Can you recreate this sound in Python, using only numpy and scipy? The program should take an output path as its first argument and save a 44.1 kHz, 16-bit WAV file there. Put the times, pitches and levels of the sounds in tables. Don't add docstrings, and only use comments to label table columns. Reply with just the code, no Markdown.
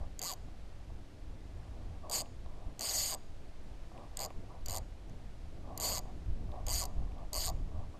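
import sys
import numpy as np
from scipy import signal
from scipy.fft import rfft, irfft, next_fast_len
from scipy.io import wavfile
from scipy.ndimage import uniform_filter1d, map_coordinates

SR = 44100
rng = np.random.default_rng(int(sys.argv[2]) if len(sys.argv) > 2 else 0)


def log_audio(samples):
    frames = np.atleast_2d(samples).T
    limited = np.clip(frames, -1, 1)
    pcm = np.round(limited * 32767).astype(np.int16)
    wavfile.write(sys.argv[1], SR, pcm)


def rack_gain(trim_db):
    fader = np.asarray(trim_db, float)
    return 10 ** (fader / 20)


N = 352359
T = np.arange(N) / SR

# (time [s], tooth rate [teeth/s])
SPOOL_SLIPS = [
    [(0.1923, 0.1), (0.2168, 83.4), (0.2578, 186.1), (0.2962, 163.4), (0.3359, 78.6)],
    [(2.0973, 0.3), (2.1085, 97.8), (2.1395, 333.3), (2.1629, 391.8), (2.1927, 301.0), (2.2179, 101.0)],
    [(2.7934, 1.2), (2.803, 89.4), (2.8494, 232.6), (2.9263, 225.2), (2.9888, 423.3), (3.0416, 340.2),
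     (3.0949, 205.5), (3.1471, 124.1)],
    [(4.1708, 19.2), (4.202, 106.1), (4.2048, 121.4), (4.2317, 144.4), (4.2597, 85.2)],
    [(4.6598, 0.0), (4.6802, 72.3), (4.7466, 121.9), (4.7715, 105.7), (4.7831, 72.8)],
    [(5.7759, 0.0), (5.7879, 35.0), (5.8039, 120.0), (5.8431, 314.6), (5.9139, 221.8), (5.9636, 164.5),
     (5.9912, 95.5)],
    [(6.6664, 33.2), (6.694, 124.9), (6.732, 201.2), (6.7694, 221.7), (6.804, 187.6), (6.855, 35.6)],
    [(7.3309, 69.0), (7.3611, 160.2), (7.4007, 218.6), (7.4294, 231.8), (7.4723, 157.4), (7.499, 88.6)],
]
# (spring click [dB], line rub [dB])
SLIP_STRENGTH = [(-37.5, -42.5), (-37, -36.5), (-35.5, -36.5), (-37, -36), (-36.5, -39.5), (-35.5, -38.5),
                 (-35, -36), (-36, -37)]
# (bumps per tooth [1], level over the rub [dB])
BRAID_WEAVE = [(6.8, 11), (5.3, 4), (6.01, 3), (6.01, 3), (7.5, 3), (5.9, 3), (6.9, 6), (6.9, 5)]
# (frequency [Hz], width [Hz], level [dB])
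SPOOL_MODES = [(2020, 76, -11.5), (3290, 1100, -16.5), (4196, 386, -6), (4697, 137, 4.5), (5180, 270, -8),
               (6700, 480, -1.5), (7260, 220, -2), (7190, 430, -9.5), (8260, 570, -4.5), (10040, 2700, -18),
               (10800, 720, -14.5), (12000, 280, -9), (13030, 114, -3.5), (14060, 165, -7)]
# (frequency [Hz], density [dB/Hz])
WASHER_SPECTRUM = [(1200, -5.5), (1500, -2), (2150, -2), (2450, -7.5), (3000, 0.5), (3700, -8.5),
                   (6000, -22), (14000, -42.5)]
# (frequency [Hz], width [Hz], level [dB])
BLANK_MODES = [(487, 315, -4.5), (616, 77, 5.5), (759, 99, 2), (994, 47, 0.5), (1133, 83, -1)]
# (time [s], length [s], level [dB])
LINE_PULLS = [(0.0, 0.035, -49.5), (1.563, 0.41, -61.5), (2.035, 0.14, -45.5), (2.234, 0.043, -57),
              (2.48, 0.22, -56.5), (3.939, 0.11, -48.5), (4.11, 0.063, -59), (4.492, 0.067, -50.5),
              (5.638, 0.038, -56), (5.681, 0.27, -44), (6.07, 0.025, -50), (6.5, 0.033, -55),
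              (6.528, 0.085, -45.5), (6.86, 0.32, -56), (7.169, 0.068, -48.5), (7.52, 0.17, -60),
              (7.724, 0.11, -50.5), (7.947, 0.011, -44.5)]
# (time [s], peak level [dB])
LINE_TAPS = [(0.483, -49.5), (0.901, -50), (2.46, -47), (3.916, -46), (4.305, -41), (5.642, -50),
             (5.687, -45), (6.054, -47), (6.491, -47), (6.539, -41), (7.119, -52), (7.715, -47)]
# (time [s], peak level [dB], frequency [Hz])
TACKLE_TICKS = [(2.2593, -48, 2760), (2.461, -54, 3730), (3.978, -48, 2610), (4.305, -46, 2320),
                (4.9252, -56, 2060), (5.097, -52.5, 6230), (6.261, -54, 2540), (6.5187, -48.5, 3700),
                (7.12, -52, 2460), (7.1831, -52, 3380), (7.5654, -53, 2200)]
# (time [s], buffet level [dB])
WIND_LEVEL = [(0.0, -44), (0.06, -50.5), (1.09, -51.5), (1.91, -44.5), (2.02, -53), (2.71, -48.5),
              (2.76, -52.5), (4.56, -52.5), (4.63, -44), (4.98, -51.5), (6.99, -38.5), (7.32, -51),
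              (7.39, -41), (7.52, -41.5), (7.56, -38), (7.72, -42.5), (7.79, -37), (7.99, -51.5)]
# (time [s], level over the wind [dB])
WIND_PUFFS = [
    (.96, 3),
    (1.29, 3),
    (1.8, 2),
    (2.68, 7),
    (4.38, 11.5),
    (5.1, 3),
    (6.3, 6.5),
    (6.83, 0.5),
    (7.02, 3.5),
]
# (frequency [Hz], density [dB/Hz])
BUFFET_SPECTRUM = [(5.9, -44), (10, 17), (21, -7), (33, 3), (97, -7.5), (129, -25), (162, -14), (200, -37),
                   (260, -61.5), (440, -120)]
# (frequency [Hz], density [dB/Hz])
ROAR_SPECTRUM = [(65, -5.5), (110, 3), (128, -4.5), (156, -5.5), (269, -6), (424, -14.5), (686, -18),
                 (1100, -31), (1430, -65), (2420, -120)]
# (frequency [Hz], density [dB/Hz])
HISS_SPECTRUM = [(180, -51.5), (300, -5), (342, -12), (685, -12), (1020, -18.5), (1620, -20.5),
                 (4500, -26.5), (7500, -32.5), (10000, -37.5), (13000, -42.5), (15500, -59)]
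# (frequency [Hz], rms level [dB])
WHINE_LINES = [(7780, -99), (9590, -101), (9652, -94), (12963, -102)]

SLOWEST, USUAL = 20, 190
SNAP_DB_PER_OCTAVE, SNAP_FADE_DB_PER_S = 2, 1.5
WAIT_DB_PER_S, LONGEST_WAIT_S, LAST_DB = 150, 0.022, -3
DULL_DB_PER_OCTAVE, DULL_ABOVE_HZ = 1, 6000
GRAB_SPEED, GRAB_DB = 107, 18.5
SKIM_DB, TIRE_DB_PER_S = -8.5, 1.5
RUB_REST_DB, RUB_ATTACK_S, RUB_RELEASE_S = -68.5, 0.025, 0.02
PUFF_S = 0.042
CALM_DB, ROAR_DB, ROAR_FOLLOWS = -46.5, -54.5, 0.46
HISS_DB = -62.5


def spool():
    speed, teeth = np.zeros(N), []
    for slip in SPOOL_SLIPS:
        s, rate = np.transpose(slip)
        now = np.interp(T, s, rate, left=0, right=0)
        speed += now
        passed = np.flatnonzero(np.diff(np.floor(np.cumsum(now) / SR)))
        teeth += [round(s[0] * SR), *passed]
    return speed, np.array(teeth)


def click_force_db(speed, teeth):
    s = teeth / SR
    octaves = np.log2(speed[teeth].clip(SLOWEST) / USUAL)
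    force_db = np.transpose(SLIP_STRENGTH)[0][slip_at(s)] + SNAP_DB_PER_OCTAVE * octaves
    force_db = force_db - SNAP_FADE_DB_PER_S * since_start(s)
    wait_s = np.diff(teeth, prepend=0) / SR
    last = np.roll(wait_s, -1) > 0.1
    return force_db + WAIT_DB_PER_S * wait_s.clip(0, LONGEST_WAIT_S) + LAST_DB * last


def drag(speed, teeth, size_db=0.68, mode_db=1.8, jitter_s=0.00006):
    t = np.arange(800) / SR
    luck = rng.standard_normal((len(teeth), len(SPOOL_MODES) + 2))
    at = teeth + np.round(jitter_s * SR * luck[:, 0] - 0.0003 * SR).astype(int)
    force_db = click_force_db(speed, teeth) + size_db * luck[:, 1]
    dull_db = DULL_DB_PER_OCTAVE * np.log2(speed[teeth].clip(SLOWEST) / 300)
    shade_db = mode_db * drift(luck[:, 2:], 0.4)
    rise = 1 - np.exp(-t / 0.00035)
    scrape = rise * np.exp(-(t / 0.0013) ** 2)
    chatter = rack_gain(-8 - 60 * t / 0.022)
    grit = drift(rng.standard_normal((len(teeth), len(t))), 0.85)
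    contact = grit * (scrape + chatter)
    where = (at[:, None] + np.arange(len(t))).ravel()
    out = np.zeros(N)
    for k, (hz, width_hz, db) in enumerate(SPOOL_MODES):
        caught = np.abs(contact @ np.exp(-(2j * np.pi * hz + np.pi * width_hz) * t))
        even = (unit(caught) + 0.4) ** -0.8
        mode_level_db = force_db + db + 15.5 + shade_db[:, k] - dull_db * (hz > DULL_ABOVE_HZ)
        gain = even * rack_gain(mode_level_db)
        push = np.bincount(where, (gain[:, None] * contact).ravel(), N)
        out += (-1) ** k * filtered(push, mode(hz, width_hz))
    return out


def washers(speed, level_db=-56, rise=0.47):
    turning = uniform_filter1d(speed, 500).clip(0) / 200
    return rack_gain(level_db + 2.4 * wobble(90)) * turning ** rise * noise(WASHER_SPECTRUM)


def blank(f):
    modes = sum((-1) ** k * rack_gain(db) * mode(hz, width)(f) for k, (hz, width, db) in enumerate(BLANK_MODES))
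    return modes / (1 + (f / 1260) ** 16)


def friction(speed):
    off = np.log2(speed.clip(1) / GRAB_SPEED)
    loss_db = -GRAB_DB * off ** 2
    loss_db = np.where(off > 0, np.maximum(loss_db, SKIM_DB), loss_db)
    rub_db = np.transpose(SLIP_STRENGTH)[1][slip_at(T)]
    gain = (speed > 0) * rack_gain(rub_db + loss_db - TIRE_DB_PER_S * since_start(T))
    for s, length, db in LINE_PULLS:
        gain = gain + rack_gain(db) * (T >= s) * (T < s + length)
    keep = np.exp(-1 / (RUB_RELEASE_S * SR))
    held = np.maximum(gain, signal.lfilter([1 - keep], [1, -keep], gain))
    return uniform_filter1d(held, 1 + int(RUB_ATTACK_S * SR)) + rack_gain(RUB_REST_DB)


def rod(speed, teeth, unsteady=0.0054, jolt_db=24):
    bumps, weave_db = np.transpose(BRAID_WEAVE)[:, slip_at(T)]
    turning = uniform_filter1d(1. * (speed > 0), 600)
    line_speed = np.roll(uniform_filter1d(speed, 900), 350)
    weave_hz = bumps * line_speed
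    bite = np.clip(weave_hz / 1100, 0, 1) ** 3
    phase = 2 * np.pi * np.cumsum(weave_hz * (1 + unsteady * wobble(150))) / SR
    weave = bite * np.sin(phase)
    jolts = np.bincount(teeth, minlength=N)
    rasp = rack_gain(1.33 * wobble(45) - 0.74 * turning) * rng.standard_normal(N)
    singing = filtered(rack_gain(weave_db) * weave + rack_gain(jolt_db) * jolts, blank)
    rub = unit(filtered(rasp, blank)) + singing
    taps = np.zeros(N)
    for s, db in LINE_TAPS:
        taps[round(s * SR)] = rack_gain(db + 33)
    return rack_gain(-7.5) * friction(speed) * rub + filtered(taps, blank)


def creaks():
    out, t = np.zeros(N), np.arange(300) / SR
    for s, db, hz in TACKLE_TICKS:
        ring = np.sin(2 * np.pi * hz * t) + 0.17 * rng.standard_normal(len(t))
        out[round(s * SR):][:len(t)] += rack_gain(db + 2.5 - 60 * t / 0.004) * ring
    return out


def banks(x, level_db=-29, t60=0.53):
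    t = np.arange(SR // 2) / SR
    tail = (1 - np.exp(-t / 0.055)) * rack_gain(-60 * t / t60) * rng.standard_normal(len(t))
    wash = signal.fftconvolve(x, tail / np.linalg.norm(tail))[:N]
    return rack_gain(level_db) * filtered(wash, lambda f: mode(5800, 4500)(f) ** 2)


def wind():
    buffet_db, = curves(WIND_LEVEL)
    for s, db in WIND_PUFFS:
        buffet_db = buffet_db + db * np.exp(-((T - s) / PUFF_S) ** 2)
    roar_db = ROAR_DB + ROAR_FOLLOWS * (buffet_db - CALM_DB) + 2.1 * wobble(9)
    buffet = rack_gain(buffet_db + 5.06 + 2.35 * wobble(7)) * noise(BUFFET_SPECTRUM)
    return buffet + rack_gain(roar_db) * noise(ROAR_SPECTRUM)


def river_hiss():
    return rack_gain(HISS_DB + 0.4 * wobble(3)) * noise(HISS_SPECTRUM)


def whine():
    out = np.zeros(N)
    for hz, db in WHINE_LINES:
        out += np.sqrt(2) * rack_gain(db) * np.sin(2 * np.pi * hz * T + 0.6 * wobble(22))
    return out


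def slip_at(s):
    return np.searchsorted([rows[-1][0] + 0.1 for rows in SPOOL_SLIPS[:-1]], s)


def since_start(s):
    starts = np.array([rows[0][0] for rows in SPOOL_SLIPS])
    return (s - starts[slip_at(s)]).clip(0)


def unit(x):
    return x / np.sqrt(np.mean(x ** 2) + 1e-20)


def curves(rows):
    s, *cols = np.transpose(rows)
    return [np.interp(T, s, c) for c in cols]


def wobble(rate):
    return map_coordinates(rng.standard_normal(int(N * rate / SR) + 4), [T * rate])


def drift(values, alike):
    return signal.lfilter([np.sqrt(1 - alike ** 2)], [1, -alike], values, axis=0, zi=alike * values[:1])[0]


def filtered(x, response):
    m = next_fast_len(N + 8192)
    return irfft(rfft(x, m) * response(np.fft.rfftfreq(m, 1 / SR)), m)[..., :N]


def mode(hz, width_hz):
    return lambda f: 1j * f * width_hz / (hz * hz - f * f + 1j * f * width_hz)


def noise(spectrum):
    hz, db = np.transpose(spectrum)
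    shape = lambda f: rack_gain(np.interp(np.log(f + 1), np.log(hz + 1), db))
    return unit(filtered(rng.standard_normal(N), shape))


def scene():
    speed, teeth = spool()
    reel = drag(speed, teeth) + washers(speed)
    tackle = rod(speed, teeth) + creaks()
    background = wind() + river_hiss() + whine()
    return (reel + banks(reel) + tackle + background)[None]


def roll_off(x):
    return signal.sosfilt(signal.butter(12, 15820, fs=SR, output="sos"), x)


def record(dry):
    heard = filtered(dry, lambda f: 1 / (1 + (f / 14500) ** 34))
    return roll_off(heard)


dry = scene()
out = record(dry)
log_audio(out)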